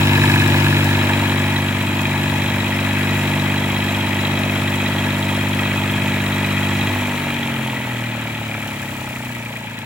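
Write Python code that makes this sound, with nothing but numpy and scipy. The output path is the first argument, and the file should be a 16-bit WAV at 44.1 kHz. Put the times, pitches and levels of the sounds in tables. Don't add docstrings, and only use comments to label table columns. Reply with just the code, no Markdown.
import sys
import numpy as np
from scipy import signal
from scipy.io import wavfile
from scipy.ndimage import uniform_filter1d

SR = 44100
rng = np.random.default_rng(int(sys.argv[2]) if len(sys.argv) > 2 else 0)


def store_wav(level_fs):
    pcm = np.round(np.clip(np.atleast_2d(level_fs), -1, 1) * 32767)
    wavfile.write(sys.argv[1], SR, pcm.T.astype(np.int16))


def natural_amplitude(level_db):
    exponent = np.asarray(level_db, float) / 20
    return 10 ** exponent


N = 434385
TIME = np.arange(N) / SR
SLOW = 64


def evened(x):
    return x / np.sqrt(np.mean(x ** 2) + 1e-20)


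def read(points, hz):
    f, value = np.transpose(points)
    return np.interp(np.log(hz + 1), np.log(f + 1), value)


def curves(rows, step=1):
    s, *columns = np.transpose(rows)
    return [np.interp(TIME[::step], s, column) for column in columns]


def full(slow):
    return np.interp(TIME, TIME[::SLOW], slow)


def drift(per_s):
    size = max(int(SR / SLOW / per_s), 1)
    wander = rng.standard_normal(len(TIME[::SLOW]))
    return evened(uniform_filter1d(uniform_filter1d(wander, size), size))


# f/Hz, likeness [0-1]
PORT_LIKENESS = [(60, 1), (130, 1.0), (290, 0.86), (640, 1), (1410, 0.77), (3100, 0.6), (6820, 0.13),
                 (15000, 0.01)]
# f/Hz, left minus right level/dB
PORT_BALANCE = [(60, 0.0), (92, 4), (140, 7), (210, 0), (330, 6), (500, 2.5), (770, 0), (1170, 3.5),
                (1790, 4), (2740, 2), (4190, -2.5), (6410, -11.5), (9810, 10.5), (15000, 6.5)]


def ports(a, b, hz):
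    same = np.clip(read(PORT_LIKENESS, hz), 0, 1)
    lean = natural_amplitude(read(PORT_BALANCE, hz) / 2)
    mixed = same * a + np.sqrt(1 - same ** 2) * b
    return np.array([a * lean, mixed / lean])


def noise(spectrum, patchy_db):
    hz = np.fft.rfftfreq(512, 1 / SR)
    a, b, c, d, patches = rng.standard_normal((N // 128 + 5, 257, 5)).T
    patches = evened(uniform_filter1d(uniform_filter1d(patches, 5, 0), 12, 1))
    colour_db = read(spectrum, hz)[:, None] + patchy_db * patches
    z = ports(a + 1j * b, c + 1j * d, hz[:, None]) * natural_amplitude(colour_db)
    return evened(signal.istft(z, nperseg=512, noverlap=384)[1][:, :N])


# t/s, firings [per s]
SPEED = [(0, 49.05), (1, 48.97), (1.9, 48.92), (2.4, 49.1), (4, 49.18), (5, 49.2), (5.5, 49.3), (6, 49.16),
         (6.7, 49.2), (6.93, 49.9), (7.21, 48.2), (7.52, 45.3), (8.01, 39.5), (8.29, 37.9), (8.72, 35.0),
         (9.3, 30.2), (9.85, 26.5)]
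# t/s, closeness to the pipe [0-1], fuel [0-1]
STATE = [
    (0, 0.64, 0.97),
    (.7, 0.62, 0.96),
    (1.2, 0.35, 0.92),
    (1.8, 0.24, 0.98),
    (6.85, 0.08, 1),
    (7.1, 0.03, 0.02),
    (9.85, 0.4, 0.05),
]
# t/s, distance [m]
DISTANCE = [
    (0, 0.64),
    (.3, 0.59),
    (1.1, 0.76),
    (1.7, 1),
    (2.7, 1.03),
    (3.15, 0.91),
    (3.7, 1.03),
    (6.8, 1.0),
    (9.85, 1.02),
]
LOUDNESS = [
    (-20.5, 1.23, -4, -11),
    (-24.5, 0.88, -1.56, -8.5),
    (-35.5, 0.97, -.5, -10),
]


def levels(step=1):
    metres, fuel, rate = curves(DISTANCE, step)[0], curves(STATE, step)[1], curves(SPEED, step)[0]
    governed, shake_rate, shake_width = 49.2, 31.7, 4.3
    shake_db = 4.5 * np.exp(-((rate - shake_rate) / shake_width) ** 4)
    exhaust_db, clatter_db, hiss_db = (
        db - share * 20 * np.log10(metres) + (1 - fuel) * unfuelled_db + halving_db * np.log2(governed / rate)
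        for db, share, unfuelled_db, halving_db in LOUDNESS)
    return exhaust_db, clatter_db, hiss_db + shake_db


# multiple of the firing rate, close level/dB, far level/dB
BLOWS = [(1, -35, -34.5), (2, -14, -22.5), (3, -11, -24.5), (4, -28, -22.5), (5, -20.5, -23.5),
         (6, -21.5, -28.5), (7, -18.5, -30), (8, -67, -36.5), (9, -40, -52), (10, -54, -57), (11, -47, -50),
         (12, -60, -60), (13, -60, -60), (14, -60, -62), (15, -60, -60)]
# f/Hz, level/dB
PIPE = [(50, -45), (77, -38), (86, -43), (100, -23.5), (120, -18), (145, -25), (175, -35.5), (205, -22),
        (240, -22), (290, -29.5), (350, -37.5), (450, -42), (600, -55)]
# f/Hz, level/dB re exhaust
UNEVEN = [(30, -68), (70, -29), (115, -19.5), (170, -31.5), (230, -29.5), (320, -24.5), (370, -27.5),
          (450, -35)]
PUMP_TILT_DB = -0.48
PUMP_OPPOSES = (3, 4)
PUMP_SWELL = 0.27
ECHO_S, ECHO = .008, .65


def exhaust(firings):
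    rate, level_db = curves(SPEED, SLOW)[0], levels(SLOW)[0]
    close, fuel = np.clip(curves(STATE, SLOW), 0, 1)
    gains = []
    for k, near_db, far_db in BLOWS:
        firing = fuel * natural_amplitude(close * near_db + (1.5 - close) * far_db)
        pumping = (1 - fuel) * natural_amplitude(read(PIPE, k * rate) + PUMP_TILT_DB * k)
        gains.append(firing - pumping if k in PUMP_OPPOSES else firing + pumping)
    gains = np.array(gains)
    total_db = 10 * np.log10((gains ** 2).sum(0))
    gains *= natural_amplitude(level_db - total_db + PUMP_SWELL * (1 - fuel) * (total_db + 22))
    out = np.zeros(N)
    for k, gain in enumerate(gains, 1):
        lead = 1.7 + 3.6 * np.arctan(85 / (k * rate)) ** 1.5
        lead += np.angle(1 + ECHO * np.exp(-2j * np.pi * k * rate * ECHO_S))
        lead += 0.024 * drift(14)
        waver_db = .6 * drift(12) + 1.3 * (1 - fuel) * drift(7)
        out += full(gain * natural_amplitude(waver_db)) * np.cos(2 * np.pi * k * firings + full(lead))
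    for order in [k for k in range(4, 30) if k % 3]:
        line_db = read(UNEVEN, order * rate / 3) + 3.9 * (1 - fuel) + 3.74 * drift(4.5)
        turns = order * firings / 3 + rng.random()
        out += full(natural_amplitude(level_db + line_db)) * np.cos(2 * np.pi * turns)
    return np.sqrt(2) * out


# knock level/dB, lateness [s]
CYLINDER = [
    (0, 0),
    (-5.5, .00015),
    (-4, .00006),
]


def knocks(firings, rate, at, rise_s, fall_s, spread_db, bed, scatter_s=0, unlike=1):
    count = np.floor(firings - at + 3).astype(int)
    strong, late = rng.standard_normal((count.max() + 1, 2))[count].T
    own_db, own_s = unlike * np.array(CYLINDER)[count % 3].T
    since = (firings - at) % 1 / rate - own_s - scatter_s * (3 + late)
    since = np.maximum(since, 0)
    blow = (1 - np.exp(-since / rise_s)) * np.exp(-since / fall_s)
    return bed + natural_amplitude(own_db + spread_db * strong) * blow


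# f/Hz, width [Hz], close level/dB, far level/dB, coasting level/dB
BLOCK = [(605, 94, -11, -2.5, 0.5), (845.5, 25, -5, -3, -3), (919, 58, 1, -3.5, -1),
         (1052, 170, -6, -6.5, -7), (1308, 91, -29, -6.5, -3), (1697, 70, 6, -6.5, -3),
         (1945, 76, -17, 1, -0.5), (2220, 97, -7, -14, -8.5), (2377, 107, -15, -2, 3),
         (2517, 59, -3, -1, -6), (3020, 640, 1, -11.5, -2), (3257, 62, -15, -1, -3.5),
         (3895, 75, -1.5, -5, -7), (5310, 72, -10.5, -19.5, -29)]
KNOCK_AT = [.27, 1.2, .3, 2.15, 2.2, 2.97, 1.72, .92, 1.92, 1.95, .9, 1.9, 1.9, 2.7]
# f/Hz, level/dB per Hz
RATTLE = [(60, -17), (100, -12), (250, -6), (440, -9), (700, -8.5), (1100, -12), (1500, -8), (2500, -2.5),
          (3000, -9.5), (3600, -11.5), (4300, -18.5), (5000, -30), (7000, -70)]
REBOUND_S, REBOUND = .009, .5


def clatter(firings):
    rate, level_db = curves(SPEED)[0], levels()[1]
    close, fuel = np.clip(curves(STATE, SLOW), 0, 1)
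    slack = full(2.6 - 1.592 * fuel)
    out, power = np.zeros((2, N)), 0
    for (hz, width, near_db, far_db, coast_db), at in zip(BLOCK, KNOCK_AT):
        fuelled_db = close * near_db + (1 - close) * far_db
        gain = natural_amplitude(fuel * fuelled_db + (1 - fuel) * coast_db)
        loose = 1 / (1 + (1400 / hz) ** 4)
        scatter_s = slack * (5e-5 + 8e-5 * loose)
        blow, rebound = (
            knocks(firings, rate, at - .05 + after_s * rate, rise_s=5e-5, fall_s=6e-5,
                   spread_db=1.1 + 1.2 * loose, bed=0, scatter_s=scatter_s, unlike=1.1)
            for after_s in (0, REBOUND_S))
        scrape = knocks(firings, rate, at - .1, rise_s=.001, fall_s=.004, spread_db=2.2, bed=.4)
        scrape = scrape * rng.standard_normal((2, N))
        flip = rng.choice([-1., 1.], 512)[(firings - at + 3.2).astype(int)]
        hit = np.array([np.ones(N), flip]) * (blow + REBOUND * rebound)
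        drive = evened(hit) + .7 * np.sqrt(slack) * evened(scrape)
        r = np.exp(-np.pi * width / SR)
        rung = signal.lfilter([1, 0, -1], [1, -2 * r * np.cos(2 * np.pi * hz / SR), r * r], drive)
        out += full(gain * natural_amplitude(1.04 * drift(3.7))) * ports(*evened(rung), hz)
        power = power + gain ** 2
    rattle = natural_amplitude(-2.0) * noise(RATTLE, patchy_db=1.5)
    return natural_amplitude(level_db) * (out / full(np.sqrt(power)) + rattle)


# f/Hz, level/dB per Hz
HISS = [(2530, -52), (4300, -1.0), (4920, 0), (5170, -3.5), (5400, -8), (5610, -5.0), (6630, -7.5),
        (7190, 0.5), (9030, -9), (9850, -6.0), (12800, -7.5), (15100, -8.0), (15700, -1.5), (17000, -14.5)]
# t/s, peak level/dB
STRAYS = [
    (9.5692, -35),
    (9.7877, -32),
]
VALVE_AT, SECOND_VALVE = 2.6, .43


def valves(firings):
    rate, level_db = curves(SPEED)[0], levels()[2]
    puff = tick = 0
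    for at, share in ((VALVE_AT, 1), (VALVE_AT + SECOND_VALVE, .7)):
        puff = puff + share * knocks(firings, rate, at, rise_s=.0002, fall_s=.005,
                                     spread_db=2.5, bed=.4, unlike=.4)
        tick = tick + share * knocks(firings, rate, at, rise_s=.0001, fall_s=.0009,
                                     spread_db=3.2, bed=0, unlike=.4)
    hiss = evened(puff + 0.36 * tick) * natural_amplitude(level_db)
    for s, peak_db in STRAYS:
        hiss += natural_amplitude(peak_db - 3) * (TIME > s) * np.exp(-abs(TIME - s) / 0.0043)
    r = np.exp(-np.pi * 90 / SR)
    poles = [1, -2 * r * np.cos(2 * np.pi * 7290 / SR), r * r]
    ring = signal.lfilter([1], poles, puff ** 2 * rng.standard_normal((2, N)))
    return hiss * noise(HISS, patchy_db=1.0) + natural_amplitude(level_db - 22) * ports(*evened(ring), 6300)


# f/Hz, level/dB
NEIGHBOUR_PIPE = [(50, -18), (74, -11), (120, -12), (148, -3), (180, -9), (215, -4), (250, -1), (285, -2),
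                  (297, -11), (370, -19), (450, -28)]
FAR_RATE, FAR_SLOWING = 74.12, 15
FAR_CUT_S, FAR_KNEE_S, FAR_GONE_S = 4.12, .3, 5.4
FAR_DB, FAR_SAG_DB, FAR_FADE_DB = -32, -5.5, -55


def neighbour():
    t = TIME[::SLOW]
    shut_s = uniform_filter1d(np.maximum(t - FAR_CUT_S, 0), int(FAR_KNEE_S * SR / SLOW), mode="nearest")
    rate = np.maximum(FAR_RATE - FAR_SLOWING * shut_s, 10)
    level_db = FAR_DB + FAR_SAG_DB * shut_s + FAR_FADE_DB * np.maximum(t - FAR_GONE_S, 0)
    turns = np.cumsum(full(rate)) / SR + .38
    out = np.zeros(N)
    for k in range(1, 8):
        line_db = level_db + read(NEIGHBOUR_PIPE, k * rate) + 0.63 * drift(15)
        out += full(natural_amplitude(line_db)) * np.cos(2 * np.pi * k * turns + k * k)
    return out


def scene():
    firings = np.cumsum(curves(SPEED)[0]) / SR + .3
    close = curves(STATE)[0]
    left, right = exhaust(firings) + clatter(firings)
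    late = 1.6 + 6.3 * close
    left = natural_amplitude(-0.44 + 1.6 * close) * np.interp(np.arange(N) - late, np.arange(N), left)
    far = neighbour() * natural_amplitude(np.array([[.8], [-.8]]))
    return np.array([left, right]) + valves(firings) + far


def top_cut(x):
    return signal.sosfilt(signal.butter(12, 17020, fs=SR, output="sos"), x)


def record(dry):
    cut = signal.sosfilt(signal.butter(2, 45, "high", fs=SR, output="sos"), dry)
    dip = .7 - 0.52 * curves(STATE)[0]
    cut = (1 - dip) * cut + dip * signal.lfilter(*signal.iirnotch(4800, 5, SR), cut)
    band_limit = signal.firwin(1023, 15860, window=("kaiser", 8), fs=SR)
    mix = signal.oaconvolve(cut, band_limit[None], "same")
    return top_cut(mix)


dry = scene()
out = record(dry)
store_wav(out)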